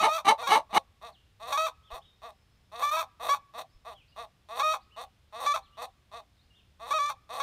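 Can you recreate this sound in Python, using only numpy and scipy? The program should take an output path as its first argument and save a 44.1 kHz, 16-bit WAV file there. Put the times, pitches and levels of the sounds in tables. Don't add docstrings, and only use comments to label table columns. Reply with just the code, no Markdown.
import sys
import numpy as np
from scipy import signal
from scipy.fft import rfft, irfft
from scipy.io import wavfile
from scipy.ndimage import uniform_filter1d

SR = 44100
rng = np.random.default_rng(int(sys.argv[2]) if len(sys.argv) > 2 else 0)


def inscribe(sig):
    pcm = np.round(np.clip(np.atleast_2d(sig).T, -1, 1) * 32767)
    wavfile.write(sys.argv[1], SR, pcm.astype(np.int16))


N = 327222
T = np.arange(N) / SR


def from_db(db):
    return 10 ** (np.asarray(db) / 20)


def rms_one(x):
    return x / np.sqrt(np.mean(x ** 2) + 1e-20)


def drift(rate_hz):
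    r = np.exp(-2 * np.pi * rate_hz / SR)
    return rms_one(signal.lfilter([1], [1, -2 * r, r * r], rng.standard_normal(N + SR))[SR:])


def filtered(x, kind, hz):
    return signal.sosfilt(signal.butter(2, hz, kind, fs=SR, output="sos"), x)


def resonate(x, hz, width_hz):
    r = np.exp(-np.pi * width_hz / SR)
    poles = [1, -2 * r * np.cos(2 * np.pi * hz / SR), r * r]
    return signal.lfilter([(1 - r * r) / 2, 0, (r * r - 1) / 2], poles, x)


def coloured(x, points, size=4096):
    hz, db = np.transpose(points)
    grid_hz = np.maximum(np.fft.rfftfreq(size, 1 / SR), 1)
    gain = from_db(np.interp(np.log(grid_hz), np.log(hz), db))
    cepstrum = irfft(np.log(gain), size)
    cepstrum[1:size // 2] *= 2
    cepstrum[size // 2 + 1:] = 0
    return signal.fftconvolve(x, irfft(np.exp(rfft(cepstrum)), size))[:N]


def echoes(x, t60, level_db, gap_s, band_hz):
    t = T[:int(t60 * SR)]
    tail = rng.standard_normal(2 * SR)[:len(t)] * from_db(-60 * t / t60)
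    tail = filtered(tail, "band", band_hz)
    tail = np.r_[np.zeros(int(gap_s * SR)), tail / np.sqrt(np.sum(tail ** 2))]
    return from_db(level_db) * signal.fftconvolve(x, tail)[:N]


# frequency in Hz, relative noise density in dB.
AIR_COLOUR = [(20, -17.5), (65, 0.5), (160, -11.5), (300, -20.5), (1200, -27), (3500, -27), (6000, -35.5),
              (15600, -44.5)]
# centre in seconds, strength in dB.
WIND_PUFFS = [(1.936, -39.5), (3.763, -46)]

def outdoors():
    air = rms_one(coloured(rng.standard_normal(N), AIR_COLOUR))
    bass_swell = filtered(air, "low", 120) * (from_db(1.39 * drift(3.6)) - 1)
    out = from_db(-65) * (air + bass_swell)
    for centre, strength_db in WIND_PUFFS:
        u = (T - centre) / .005
        out += from_db(strength_db) * u * np.exp(-u ** 2 / 2)
    return out


def cricket(wing_hz=5200, width_hz=250):
    throb = from_db(2.6 * drift(.6))
    song = resonate(rng.standard_normal(N) * throb, wing_hz, width_hz)
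    return from_db(-89) * rms_one(resonate(song, wing_hz, width_hz))


# start in seconds, first pitch in Hz, seconds to the turn,
# pitch there in Hz, seconds from turn to end, last pitch in Hz, level in dB for a pitch of 3500 Hz.
BIRD_NOTES = [(1.122, 4700, .045, 2650, .033, 3600, -66), (1.825, 3000, .03, 3650, .055, 2700, -65),
              (2.012, 2800, .022, 3900, .03, 2750, -63), (2.04, 3800, .04, 3750, .04, 3600, -65),
              (3.69, 4100, .03, 5400, .05, 5050, -71), (3.925, 2600, .03, 3450, .075, 2300, -65),
              (4.068, 3600, .03, 5200, .028, 2900, -68), (4.118, 2900, .012, 2850, .012, 2800, -66),
              (4.792, 3200, .02, 4100, .028, 5200, -66), (4.91, 2600, .022, 3050, .03, 2700, -62),
              (5.6, 3000, .04, 4400, .04, 2500, -67), (5.72, 2800, .022, 2900, .035, 4200, -65),
              (6.35, 5200, .035, 3500, .08, 5200, -72), (6.497, 2900, .02, 2830, .022, 2800, -68),
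              (6.535, 2800, .033, 3750, .045, 2400, -66)]

def songbird():
    out = np.zeros(N)
    for start, first_hz, to_turn, turn_hz, to_end, last_hz, level_db in BIRD_NOTES:
        on = slice(int(start * SR), int((start + to_turn + to_end) * SR))
        pitch = np.interp(T[on] - start, [0, to_turn, to_turn + to_end], [first_hz, turn_hz, last_hz])
        pitch = uniform_filter1d(pitch, size=500, mode="nearest")
        swell = np.hanning(len(pitch)) ** .25 * (3500 / pitch) ** 1.2
        out[on] += from_db(level_db) * swell * np.sin(2 * np.pi * np.cumsum(pitch) / SR)
    wavering = out * from_db(3 * drift(40))
    return wavering + echoes(out, t60=.45, level_db=-7, gap_s=.006, band_hz=[2000, 6000])


def coop_reflections(x):
    frame = echoes(x, t60=.084, level_db=-12, gap_s=.001079, band_hz=[2500, 12000])
    boards = echoes(x, t60=.1, level_db=-16, gap_s=.004057, band_hz=[500, 900])
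    return frame + boards


def contours(calls):
    points = []
    for call in calls:
        first, last = call[0], call[-1]
        points += [(first[0] - .003, first[1], -80, first[3]), *call,
                   (last[0] + .009, last[1], -80, last[3])]
    times, hz, level_db, rasp = np.array(sorted(points)).T
    gain = from_db(np.interp(T, times, level_db)) - from_db(-78.5)
    return np.interp(T, times, hz), gain, np.clip(np.interp(T, times, rasp), 0, 1)


def hen_voice(calls, throat, halving, jitter, shimmer_db, hiss, low_hz, breath_hz=2200):
    hz, gain, rasp = contours(calls)
    cycles = np.cumsum(hz * (1 + jitter * (.065 + rasp ** 3) * drift(150))) / SR
    sharpness = np.exp(-hz / 4500)
    snaps = (1 - sharpness ** 2) / (1 - 2 * sharpness * np.cos(2 * np.pi * cycles) + sharpness ** 2)
    unevenness = np.clip(rng.standard_normal(N), -1.6, 1.6)[np.round(cycles).astype(int)]
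    snaps *= from_db(shimmer_db * rasp ** 2 * unevenness)
    alternation = np.clip(halving * (rasp - .15) * from_db(6.8 * drift(25)), 0, 1)
    snaps *= 1 + alternation * np.cos(np.pi * cycles)
    snaps += filtered(snaps, "high", breath_hz) * (from_db(3 * drift(70)) - 1)
    pulsed_noise = rng.standard_normal(N) * np.sqrt(np.abs(snaps) + 3.1)
    breath = hiss * (.14 + rasp) * (.59 * filtered(pulsed_noise, "high", breath_hz) + .47 * pulsed_noise)
    thinned = filtered(snaps + breath, "high", low_hz)
    voice = coloured(thinned, throat)
    running_rms = np.sqrt(np.abs(uniform_filter1d(voice ** 2, size=900)) + 1e-9)
    return gain * voice / running_rms


# start, rise and fall in seconds, base level in dB.
NEAR_BARKS = [(0.005, 0.041, 0.05, -16.5), (0.247, 0.047, 0.046, -13.5), (0.48, 0.05, 0.077, -14.5),
              (0.73, 0.051, 0.027, -14)]
# frequency in Hz, relative gain in dB.
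NEAR_COLOUR = [(100, -22.5), (160, -6), (300, -5.5), (440, -20), (865, 1.5), (1000, -0.5), (1180, 0),
               (1550, -17.5), (2220, -7), (2550, -20.5), (2870, -8), (3350, -20.5), (3900, -9.5),
               (5200, -27.5), (6100, -15), (7200, -29), (8500, -17.5), (15000, -27)]

def near_hen(hz=438.8, edit_s=.781):
    barks = [[(start, .96 * hz, db - 23, .7),
              (start + .7 * rise, .83 * hz, db - 7, .6),
              (start + .85 * rise, hz, db - 2, .35),
              (start + rise + .27 * fall, hz, db - 3.5, .3),
              (start + rise + .45 * fall, 1.4 * hz, db - 10.5, .75),
              (start + rise + fall, .69 * hz, db - 36, 1)] for start, rise, fall, db in NEAR_BARKS]
    hen = hen_voice(barks, NEAR_COLOUR, halving=.32, jitter=.22, shimmer_db=7, hiss=.9, low_hz=100.05)
    return (hen + from_db(4) * coop_reflections(hen)) * (T < edit_s)


# start and length in
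# seconds, first and last pitch in Hz, level in dB, first and last rasp from 0 to 1.
SQUAWK_TONES = [(0, 0.089, 641.4, 610.7, -25.5, 0.1, 0.3), (0.083, 0.097, 608, 663, -28.5, 0.18, 0.4),
                (0.429, 0.037, 477.6, 462, -34, 0.06, 0.23),
                (0.469, 0.084, 550.7, 562.4, -25.5, 0.34, 0.21), (1.523, 0.05, 556, 579, -27, 0.62, 0.36),
                (1.571, 0.096, 627, 649, -26, 0.29, 0.03), (2.824, 0.078, 574.5, 593, -25, 0.48, 0.06),
                (2.911, .1, 610.5, 663, -27.5, 0.54, 0.43), (3.292, .047, 559.4, 577.6, -22, .1, 0.06),
                (4.596, 0.033, 551, 584, -24.5, 0.4, .1), (4.626, 0.113, 620, 634, -26.5, 0.06, 0.28),
                (5.463, .068, 585.3, 579.8, -23.5, 0.14, .03), (5.537, 0.022, 638.6, 677, -26.5, 0.19, .25),
                (6.908, 0.028, 571, 588, -25, .3, 0.34), (6.932, 0.056, 638, 619.6, -27, 0.06, 0.02),
                (6.985, 0.11, 569.2, 592, -27.5, 0.06, 0), (7.401, 0.034, 560.7, 542, -26.5, .25, 0.22)]

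def squawks(catch_s=.007, flip_s=.005, collapse_s=.009, fade_s=.025):
    calls, end = [], -1
    for start, length, first_hz, last_hz, db, rasp, last_rasp in SQUAWK_TONES:
        if start - end < 2 * flip_s:
            calls[-1][-2:] = [(start, (first_hz + held_hz) / 2, db - 11, rasp),
                              (start + flip_s, first_hz, db, rasp)]
        else:
            calls.append([(start, .95 * first_hz, db - 3.5, .4), (start + catch_s, first_hz, db, rasp)])
        end, held_hz = start + length, last_hz
        calls[-1] += [(end - flip_s, last_hz, db - 2, last_rasp),
                      (end + collapse_s - flip_s, 550.3, -30.5, .92),
                      (end + collapse_s + fade_s, 515.8, -47.5, .9)]
    return calls


# start in seconds, seconds to the top, base level in dB.
QUIET_CLUCKS = [(1.014, 0.049, -43.5), (2.218, 0.046, -43.5), (3.849, 0.04, -42), (4.161, .05, -40),
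                (6.115, 0.055, -43)]

def quiet_clucks(hz, length_s=.092):
    return [[(start, .77 * hz, db - 11, .5),
             (start + .55 * top, .96 * hz, db, .15),
             (start + top, hz, db + 1, .15),
             (start + 1.4 * top, .91 * hz, db - 4, .4),
             (start + length_s, .8 * hz, db - 11, .7)] for start, top, db in QUIET_CLUCKS]


# start in seconds, seconds until the voice cracks,
# levels before and after the crack in dB.
CRACKING_CLUCKS = [(0.38, 0.032, -38, -38.5), (0.695, 0.047, -47, -30), (1.399, 0.074, -42.5, -40),
                   (1.903, 0.039, -42, -41.5), (2.718, 0.07, -42, -38.5), (3.197, 0.028, -40, -37),
                   (3.537, 0.04, -43, -37), (4.488, 0.073, -40, -38.5), (4.963, 0.045, -40.5, -42),
                   (5.325, 0.075, -41, -38), (5.772, 0.045, -41, -36.5), (6.797, 0.069, -42.5, -44.5),
                   (7.292, 0.036, -40.5, -40)]

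def cracking_clucks(hz, lone_s=.086, lead_in_s=.16, sag_db=-7, swell_db=3.5):
    calls = []
    for start, crack, early_db, late_db in CRACKING_CLUCKS:
        to_squawk = [tone[0] - start for tone in SQUAWK_TONES if 0 < tone[0] - start < lead_in_s]
        length, change_db = (to_squawk[0], swell_db) if to_squawk else (lone_s, sag_db)
        calls.append([(start, .83 * hz, early_db - 11, .45),
                      (start + .41 * crack, .95 * hz, early_db, .22),
                      (start + crack - .004, hz, early_db + .5, .25),
                      (start + crack + .008, 1.1 * hz, late_db, .95),
                      (start + length, 1.1 * hz, late_db + change_db, .95)])
    return calls


# frequency in Hz,
# relative gain in dB in a cluck, then in a squawk with the beak wide open.
DOORWAY_COLOUR = [(306, -22.5, -32), (570, -3, -16), (710, 3.5, -10.5), (895, -5, -5), (1156, 7, 3),
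                  (1240, -2.5, 1), (1514, -17, -13), (1660, -12, -13), (1950, -8.5, -22.5),
                  (2313, -20, -11), (2540, -6, -8.5), (2816, -21, -30.5), (3263, -15.5, -16.5),
                  (3660, -1.5, -5), (3980, -9.5, -17.5), (4500, -13.5, -16), (5077, -30, -33),
                  (5640, -15, -13.5), (7400, -24, -23.5), (9420, -13.5, -18.5), (10100, -29.5, -29),
                  (12000, -18.5, -19.5), (15000, -24, -23.5)]
# time in seconds, gain in dB.
HEAD_TURNS = [(1.5, -1), (3.1, 1.5), (5.5, -5)]

def coop_hen(cluck_hz=241.1):
    hz, cluck_db, squawk_db = np.transpose(DOORWAY_COLOUR)
    clucks = quiet_clucks(cluck_hz) + cracking_clucks(cluck_hz)
    hen = hen_voice(clucks, np.c_[hz, cluck_db],
                    halving=0, jitter=.14, shimmer_db=3.5, hiss=3, low_hz=234)
    hen += hen_voice(squawks(), np.c_[hz, squawk_db],
                     halving=.85, jitter=.08, shimmer_db=5, hiss=1.6, low_hz=300)
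    treble_gain = from_db(np.interp(T, *np.transpose(HEAD_TURNS)))
    hen += filtered(hen, "high", 9000) * (treble_gain - 1)
    coop = coop_reflections(hen)
    trees = echoes(hen, t60=.98, level_db=-42, gap_s=.039, band_hz=[800, 3500])
    return hen + coop + trees


def scene():
    return (coop_hen() + near_hen() + songbird() + cricket() + outdoors())[None]


def record(dry):
    return signal.sosfilt(signal.cheby2(20, 50, 15850, fs=SR, output="sos"), dry)


dry = scene()
out = record(dry)
inscribe(out)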